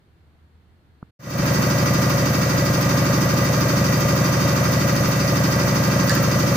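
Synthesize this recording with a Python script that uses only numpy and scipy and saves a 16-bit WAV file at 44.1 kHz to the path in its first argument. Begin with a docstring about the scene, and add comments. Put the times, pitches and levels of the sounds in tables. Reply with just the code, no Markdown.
"""A quiet workshop, heard as coloured room noise with a faint wavering hum, and a soft bump of damped modes.
The workshop stops abruptly and a brief silence follows; then we are in the cabin of a parked vehicle.
A piston compressor under an open floor hatch swells in, with another soft bump, and runs steadily: its crank
times throbbing air pulses, clattering valves and gusts of hiss, while motor tones whine and drift.
Near the end something metal knocks sharply on the right, rebounds, rings and echoes in the cabin."""
import sys
import numpy as np
from scipy import signal
from scipy.fft import rfft, irfft
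from scipy.io import wavfile
from scipy.ndimage import uniform_filter1d, minimum_filter1d

SR = 44100
rng = np.random.default_rng(int(sys.argv[2]) if len(sys.argv) > 2 else 0)


def materialize(psi):
    """Save the field psi as 16-bit PCM at rate SR to the path in sys.argv[1].

    A 1-D psi becomes a single channel; in a 2-D psi each row is a channel.
    """
    bounded = np.clip(np.atleast_2d(psi).T, -1, 1)
    quanta = np.round(bounded * 32767).astype(np.int16)
    wavfile.write(sys.argv[1], SR, quanta)


N = 289296
T = np.arange(N) / SR  # s
HZ = np.fft.rfftfreq(N, 1 / SR)
START_S, CRANK_HZ = 1.19, 12.591  # when the machine is first heard, and its turns per second at that moment
SIDES = np.array([[.5], [-.5]])  # shares a left-right difference in dB between the two microphones


def amp(db):
    """Decibels to gain."""
    return 10 ** (np.asarray(db) / 20)


def evened(x):
    """Scales to rms 1."""
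    return x / np.sqrt(np.mean(x ** 2) + 1e-20)


def read(points, hz):
    """Reads a table by straight lines on a log-frequency axis."""
    table_hz, value = np.transpose(points)
    return np.interp(np.log(hz + 1), np.log(table_hz + 1), value)


def drift(rate_hz):
    """Slow chance of rms 1: white noise whose spectrum falls away above the rate."""
    spectrum = rfft(rng.standard_normal(N)) * np.exp(-(HZ / rate_hz) ** 2)
    return evened(irfft(spectrum, N))


def lean(points, hz):
    """Gains of the left and right microphone."""
    return amp(SIDES * read(points, hz))


def coloured(x, spectrum, ripple_db=3.0, ripple_hz=30):
    """Gives two unrelated signals a spectrum, the ripple of near walls and the likeness of the two microphones."""
    # Likeness of the microphones. Each row: frequency in Hz, left-right likeness from 0 to 1.
    likeness = [(50, 1), (100, 0.74), (250, 0.82), (500, 0.78), (1000, 0), (2000, 0.22), (5000, 0.0034),
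                (15000, 0.017)]
    # Where the sound sits between the microphones. Each row: frequency in Hz, left-right difference in dB.
    seat_lean = [(60, 0), (250, 0), (600, 1), (800, -1.5), (1100, -2), (1900, -2), (2500, .5), (4200, .3),
                 (5200, -2), (6300, -4), (7200, 0), (13000, 0), (14000, -3.5), (15000, -7)]
    a, b = rfft(x)
    same = np.clip(read(likeness, HZ), -1, 1)
    pair = np.array([a, same * a + np.sqrt(1 - same ** 2) * b])
    steps = rng.standard_normal((2, SR // 2))
    walls = np.array([np.interp(HZ / ripple_hz, np.arange(len(row)), row) for row in steps])
    walls *= ripple_db * np.minimum(HZ / 4000, 1)  # short waves interfere most
    shaped = pair * amp(read(spectrum, HZ) + walls) * lean(seat_lean, HZ)
    return evened(irfft(shaped, N))


def noise(spectrum):
    """Steady stereo noise of that colour, at rms 1."""
    return coloured(rng.standard_normal((2, N)), spectrum)


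def workshop(room_db=-55.5, hum_hz=78.0, hum_db=-55.5, end_s=1.11):
    """Room tone under a hum that rises at first and wavers; both stop abruptly."""
    # Colour of the room tone. Each row: frequency in Hz, relative level in dB per Hz.
    room_colour = [(15, -57), (25, -29), (48, -20), (60, -20), (80, -5), (104, -15.5), (168, -17.5),
                   (197, -22), (326, -25), (569, -34.5), (649, -32.5), (1600, -36.5), (2800, -44.5),
                   (4370, -45), (5540, -55.5), (14000, -59)]
    rise = np.minimum(T / 0.46 + 0.16, 1)
    hum = amp(hum_db + 1.2 * drift(4.4)) * np.sin(2 * np.pi * hum_hz * T) * rise
    stop = np.clip((end_s - T) / 0.0077, 0, 1)
    return (amp(room_db) * noise(room_colour) + hum) * stop


def struck(s, hz, db, t60):
    """One dying mode, set going over its first half cycle."""
    age = np.maximum(T - s, 0)
    onset = np.sin(np.pi * np.minimum(hz * age, .5)) ** 2
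    return amp(db - 60 * age / t60) * np.sin(2 * np.pi * hz * age) * onset


def bumps(dull_hz=1620):
    """Padded blows: a few heavily damped modes and no treble."""
    # Modes of the soft bumps. Each row: start in seconds, frequency in Hz, level in dB, t60 in seconds.
    bump_modes = [(1.0265, 158, -14.5, 0.016), (1.02665, 1054, -22, 0.0043), (1.02825, 1200, -29, 0.003),
                  (1.389, 50, -19.5, 0.058), (1.394, 170, -15, 0.061)]
    padding = signal.butter(12, dull_hz, fs=SR, output="sos")
    return signal.sosfilt(padding, sum(struck(*row) for row in bump_modes))


def crank(wobble_turns=.0004):
    """Turns of the crank so far; it slows a little as the tank fills."""
    start_turn, sag_hz_per_s = .849, .0035  # where it stands at the start in turns, and its loss of speed
    age = T - START_S
    return start_turn + CRANK_HZ * age - sag_hz_per_s * age ** 2 / 2 + wobble_turns * drift(4.2)


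def gust(turns, place, attack, hold, release, rise_db):
    """A gain that rises, holds and falls back once a turn."""
    corners = np.cumsum([0, attack, hold, release])
    return amp(rise_db * np.interp((turns - place) % 1, corners, [0, 1, 1, 0]))


def gusts(turns, rows):
    """Several gusts in each turn, as one gain."""
    return np.prod([gust(turns, *row) for row in rows], axis=0)


def resonances(modes, hz):
    """Response of a set of modes that swell briefly before they die away."""
    return sum(amp(db) / (1 + 2j * (hz - mode_hz) / width) ** 3 for mode_hz, width, db in modes)


def squeeze(place, start, length, first_hz, last_hz, db):
    """The rising tone of one piston stroke, over one turn."""
    gone = np.minimum((place - start) % 1 / length, 1)
    cycles = gone * length / CRANK_HZ * (first_hz + (last_hz - first_hz) * gone / 2)
    return amp(db) * np.sin(np.pi * gone) * np.sin(2 * np.pi * cycles)


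def throb(turns, level_db=-19, waver_db=0.3, size=4096, count=60):
    """Valve puffs ring the pipework and reeds, and each stroke sweeps upward; all repeat with the crank."""
    # Puffs of the valves in one turn; the two strongest are the two pistons opening.
    # Each row: place in the turn 0-1, push on the pipework in dB, push on the valve reeds in dB.
    puff_rows = [(0.852, 7.6, 0.4), (0.079, -21, -0.5), (0.297, 3.4, -5), (0.438, -0.7, -26),
                 (0.567, -24, -6)]
    # What every puff rings: pipework, then reeds. Each row: frequency in Hz, width in Hz, relative level in dB.
    pipe_modes = [(84.6, 10.2, -41.6), (133.2, 20, -23.8), (146.7, 31, -28.3), (168.2, 97, -35.4),
                  (290.4, 15.7, -40.5), (395.8, 23, -49.7)]
    reed_modes = [(491.5, 4, -44), (556.7, 156, -38.8), (569.8, 10, -34.5), (682, 83, -51.6)]
    # The air in the cylinders and under the valve reed rings higher as the pistons squeeze it.
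    # Each row: place in the turn 0-1, length in turns, first Hz, last Hz, relative level in dB.
    stroke_rows = [(0.322, 0.605, 259.7, 442.4, -26.9), (0.846, 0.838, 241.2, 265.9, -32.5),
                   (0.861, 0.266, 582.1, 776.1, -27.8)]
    # Spread over the microphones. Each row: frequency in Hz, side-to-mid level in dB.
    side_table = [(60, -60), (150, -51), (250, -14), (400, -9), (550, -13.5), (730, -4.5)]
    # Balance of the microphones. Each row: frequency in Hz, left-right difference in dB.
    throb_lean = [(100, 0), (200, -0.5), (400, -2), (560, 6.5), (700, -4.5)]

    order, place = np.arange(3, count + 1), np.arange(size) / size  # harmonics of the crank; one turn
    hz = order * CRANK_HZ
    pipe, reed = resonances(pipe_modes, hz), resonances(reed_modes, hz)
    puffs = sum((amp(pipe_db) * pipe + amp(reed_db) * reed) * np.exp(-2j * np.pi * order * at)
                for at, pipe_db, reed_db in puff_rows)
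    strokes = rfft(sum(squeeze(place, *row) for row in stroke_rows))[order] * 2 / size
    # standing waves in the cabin reach the two microphones out of step
    side = amp(read(side_table, hz)) * rng.choice([-1, 1], len(hz))
    pair = (puffs + strokes) * (1 + 1j * np.array([side, -side])) * lean(throb_lean, hz)
    cycle = (pair @ np.exp(2j * np.pi * order[:, None] * place)).real
    repeated = np.array([np.interp(turns % 1, place, channel) for channel in cycle])
    return evened(repeated) * amp(level_db + waver_db * drift(2.5))


def whine(turns, ripple=0.00037, waver_db=1.4, fade_db=1.6):
    """Motor and gear tones that fade and flutter; the shaft slows a little at every compression."""
    # Each row: frequency in Hz at the starting crank speed, level in dB rms before the swell, wander in cycles rms.
    tone_rows = [(564, -44, .1), (843, -49, .05), (905.8, -48, .06), (956.2, -50, .06), (1094.6, -50, .06),
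                 (1182.7, -48, .08), (1207.8, -38.5, .08), (1245.5, -48, .1), (1588, -43.5, .12),
                 (1965, -41, .12), (2353, -53, .12), (2665, -53, .2)]
    shaft = turns + ripple * np.sin(2 * np.pi * turns)
    out = np.zeros((2, N))
    for hz, db, wander in tone_rows:
        fade = fade_db * drift(6.3)
        angle = hz / CRANK_HZ * shaft + wander * drift(7.7) + rng.random()
        for side in out:  # each microphone adds its own waver and flutter
            flutter = 0.081 * drift(6.2)
            tone = amp(fade + waver_db * drift(8.7)) * np.sin(2 * np.pi * (angle + flutter))
            side += amp(db) * evened(tone)
    return out


def ring(x, t60):
    """A dense dying response, another one at each microphone."""
    t = T[:SR // 2]
    tail = rng.standard_normal((2, len(t))) * amp(-60 * t / t60)
    tail /= np.linalg.norm(tail[0])
    return signal.fftconvolve(np.atleast_2d(x), tail, axes=1)[:, :N]


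def clatter(turns, colour, count=22, loose=0.25, play_s=0.00006, accent_db=2.2, accent_place=0.42,
            t60=0.06, spots=5):
    """Gear teeth and valve plates tap the casing at several spots, hardest under compression, never quite alike."""
    at = np.flatnonzero(np.diff(np.floor(turns * count)))
    force, slip = np.clip(rng.standard_normal((len(at), 2)), -2, 2).T
    tooth = np.floor(turns[at + 1] * count).astype(int) % count
    seat = rng.uniform(0, .001, count)[tooth]  # every tooth has its own small delay in s
    load = amp(accent_db * np.cos(2 * np.pi * (turns[at] - accent_place)))
    delay = np.round((seat + play_s * slip) * SR).astype(int)
    when = np.clip(at + delay, 0, N - 1)
    taps = np.zeros((spots, N))
    taps[tooth % spots, when] = load * np.exp(loose * force)
    return coloured(sum(ring(spot, t60) for spot in taps), colour)


def chirps(turns, level_db=2.0, rise_s=.0012, uneven_db=2.0, detune=.005):
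    """Each flap of a reed is a short ping, a little different every time."""
    # The reeds flap at the same places in every turn.
    # Each row: place in the turn 0-1, frequency in Hz, relative level in dB.
    flap_rows = [(0.365, 4850, -32), (0.432, 4830, -31), (0.515, 4850, -32), (0.582, 4930, -30),
                 (0.62, 4900, -35), (0.76, 4880, -34), (0.79, 12400, -42), (0.862, 12400, -37)]
    t, out = T[:SR // 100], np.zeros((2, N + SR))
    shape = t / rise_s * np.exp(1 - t / rise_s)
    for place, hz, db in flap_rows:
        for at in np.flatnonzero(np.diff(np.floor(turns - place))):
            force, pitch = rng.standard_normal(2)
            cycles = hz * (1 + detune * pitch) * t + rng.random((2, 1))
            ping = shape * np.sin(2 * np.pi * cycles)
            out[:, at:at + len(t)] += amp(level_db + db + uneven_db * force) * ping
    return out[:, :N]


def compressor(flutter_db=0.56, uneven_db=2.0):
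    """Everything follows the crank; no two gusts of air are quite alike."""
    # Colours of the rumble, the casing, the delivered air, the air drawn in and the leaking air.
    # Each row: frequency in Hz, relative level in dB per Hz.
    rumble_colour = [(20, -15), (38, -6.5), (52, -12), (75, -5), (130, -9.5), (210, 4), (255, -4),
                     (330, -3.5), (430, -15.5), (500, -10.5), (610, -8), (680, -11), (760, -22),
                     (1000, -35)]
    casing_colour = [(600, -40), (720, -5.5), (800, -7.5), (900, 1), (980, -3), (1050, 1), (1140, 0),
                     (1180, 0.5), (1250, 1.5), (1310, -4.5), (1400, -1.5), (1500, -5), (1590, -1),
                     (1660, -1.5), (1750, -6), (1860, -3), (1960, 0), (2040, -5.5), (2380, -6.5),
                     (2520, -11), (2700, -7.5), (2950, -19), (4000, -26), (9000, -40)]
    delivery_colour = [(2000, -35), (2800, -13), (3150, -1.5), (3350, -11.5), (3700, -2.5), (4050, -7),
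                       (4450, 1), (5200, -.5), (6400, 2), (6750, -3), (7050, -12.5), (7400, -13),
                       (8100, -9), (8700, -30), (9400, -10.5), (10000, -17.5), (10700, -11.5), (11600, -20),
                       (12400, -14), (15500, -14)]
    intake_colour = [(7000, -40), (9500, -15), (12000, -20), (13300, -10), (14100, -6), (14800, 1),
                     (15200, 0), (15600, -6)]
    leak_colour = [(6500, -40), (7400, 10.5), (8100, -5), (8700, -18), (9500, -11), (10100, -8),
                   (10700, 0.5), (11600, 1), (12400, 7.5), (13300, 5), (14500, 3), (15600, -8)]
    # Gusts: rumble under each piston's stroke, casing rattle under compression, air leaving the cylinders
    # with a surge as the valve opens, air drawn in, and air leaking past the pistons.
    # Each row: place in the turn 0-1, attack, hold and release in turns, rise in dB.
    rumble_gusts = [(0.28, 0.08, 0.18, 0.15, 4.5), (0.83, 0.05, 0.15, 0.15, 4.5)]
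    rattle_gust = (0.05, 0.33, 0.1, 0.52, 2)  # a single row
    delivery_gusts = [(0.15, 0.17, 0.45, 0.34, 2.5), (0.24, 0.08, 0.16, 0.16, 2.4)]
    intake_gust = (0.11, 0.13, 0.09, 0.08, 9)  # a single row
    leak_gust = (0.72, 0.17, 0.03, 0.12, 1.9)  # a single row
    # levels in dB, before the gusts and the swell
    rumble_db, clatter_db, casing_db = -30.5, -29, -33
    delivery_db, intake_db, leak_db = -33, -41.5, -43
    swell_s, swell_bend, entry_db = 0.28, 1.3, -24  # time to full level, bend (1 = straight), level at entry

    turns = crank()
    rumble = amp(rumble_db) * gusts(turns, rumble_gusts) * noise(rumble_colour)
    taps = amp(clatter_db) * clatter(turns, casing_colour)
    rattle = amp(casing_db) * gust(turns, *rattle_gust) * noise(casing_colour)
    outflow = gusts(turns, delivery_gusts)
    inflow = gust(turns, *intake_gust) * amp(uneven_db * drift(30))
    delivery = amp(delivery_db + flutter_db * drift(110)) * outflow * noise(delivery_colour)
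    intake = amp(intake_db + flutter_db * drift(120)) * inflow * noise(intake_colour)
    leak = amp(leak_db) * gust(turns, *leak_gust) * noise(leak_colour)
    metal = taps + rattle + chirps(turns)
    machine = throb(turns) + rumble + whine(turns) + metal + delivery + intake + leak
    swell = np.clip((T - START_S) / swell_s, 0, 1) ** swell_bend
    entry = amp(entry_db) * np.clip((T - START_S) / 0.015, 0, 1)
    return machine * np.maximum(swell, entry)


def knock(cabin_t60=.36):
    """A sharp metal blow on the right rebounds softly, rings and echoes in the cabin."""
    # The blow and its rebounds. Each row: start in seconds, relative dB of the ring, relative dB of the sharp crack.
    blows = [(6.0952, 0, 0), (6.116, -16, -22), (6.152, -16, -20), (6.164, -9, -28)]
    # What the knocked metal rings with. Each row: frequency in Hz, relative level in dB, t60 in seconds.
    metal_modes = [(1350, -35, 1.9), (1560, -21, 0.09), (1720, -14, 0.07), (1900, -19, 0.08),
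                   (4050, -16, .02), (4750, -7.5, .022), (5350, -13, .018)]
    # Colour of the crack. Each row: frequency in Hz, relative level in dB per Hz.
    crack_colour = [(500, -22), (1200, -5), (1700, 1), (2700, -7), (3500, -9), (4200, 0), (5000, 1.5),
                    (5700, 1), (6400, 2.5), (7500, -6), (15000, -4), (17000, -30)]
    crack_db, crack_t60, cabin_db = -11.5, .019, 3  # the echo level is a gain on the crack's ring
    crack_lean_db, modes_lean_db = -4, -9  # left-right

    burst = sum(amp(db - 60 * np.maximum(T - s, 0) / crack_t60) * (T > s) for s, _, db in blows)
    crack = amp(crack_db) * burst * noise(crack_colour)
    seats = signal.butter(3, 7400, fs=SR)  # the seats soak up the treble
    echo = signal.lfilter(*seats, ring(crack, cabin_t60))
    modes = np.zeros(N)
    for s, dull_db, sharp_db in blows:
        for hz, db, t60 in metal_modes:
            blow_db = sharp_db if hz > 3000 else dull_db
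            modes += struck(s, hz, db + blow_db, t60)
    return amp(SIDES * crack_lean_db) * crack + amp(SIDES * modes_lean_db) * modes + amp(cabin_db) * echo


def scene():
    """All sources at the two microphones."""
    return workshop() + bumps() + compressor() + knock()


def record(dry):
    """A look-ahead limiter ducks the loudest peaks; then the band limit."""
    ceiling_db, recover_db_per_s, edge_hz = -3.8, 1400, 15580
    over_db = np.maximum(20 * np.log10(abs(dry).max(0) + 1e-9) - ceiling_db, 0)
    over_db = -minimum_filter1d(-over_db, size=300)  # the highest peak nearby, ahead or behind
    held_db = np.maximum.accumulate(over_db + recover_db_per_s * T) - recover_db_per_s * T
    limited = dry * amp(-uniform_filter1d(held_db, size=80))
    band = signal.firwin(1023, edge_hz, window=("kaiser", 9), fs=SR)
    return signal.oaconvolve(limited, band[None], "same")


dry = scene()
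out = record(dry)
materialize(out)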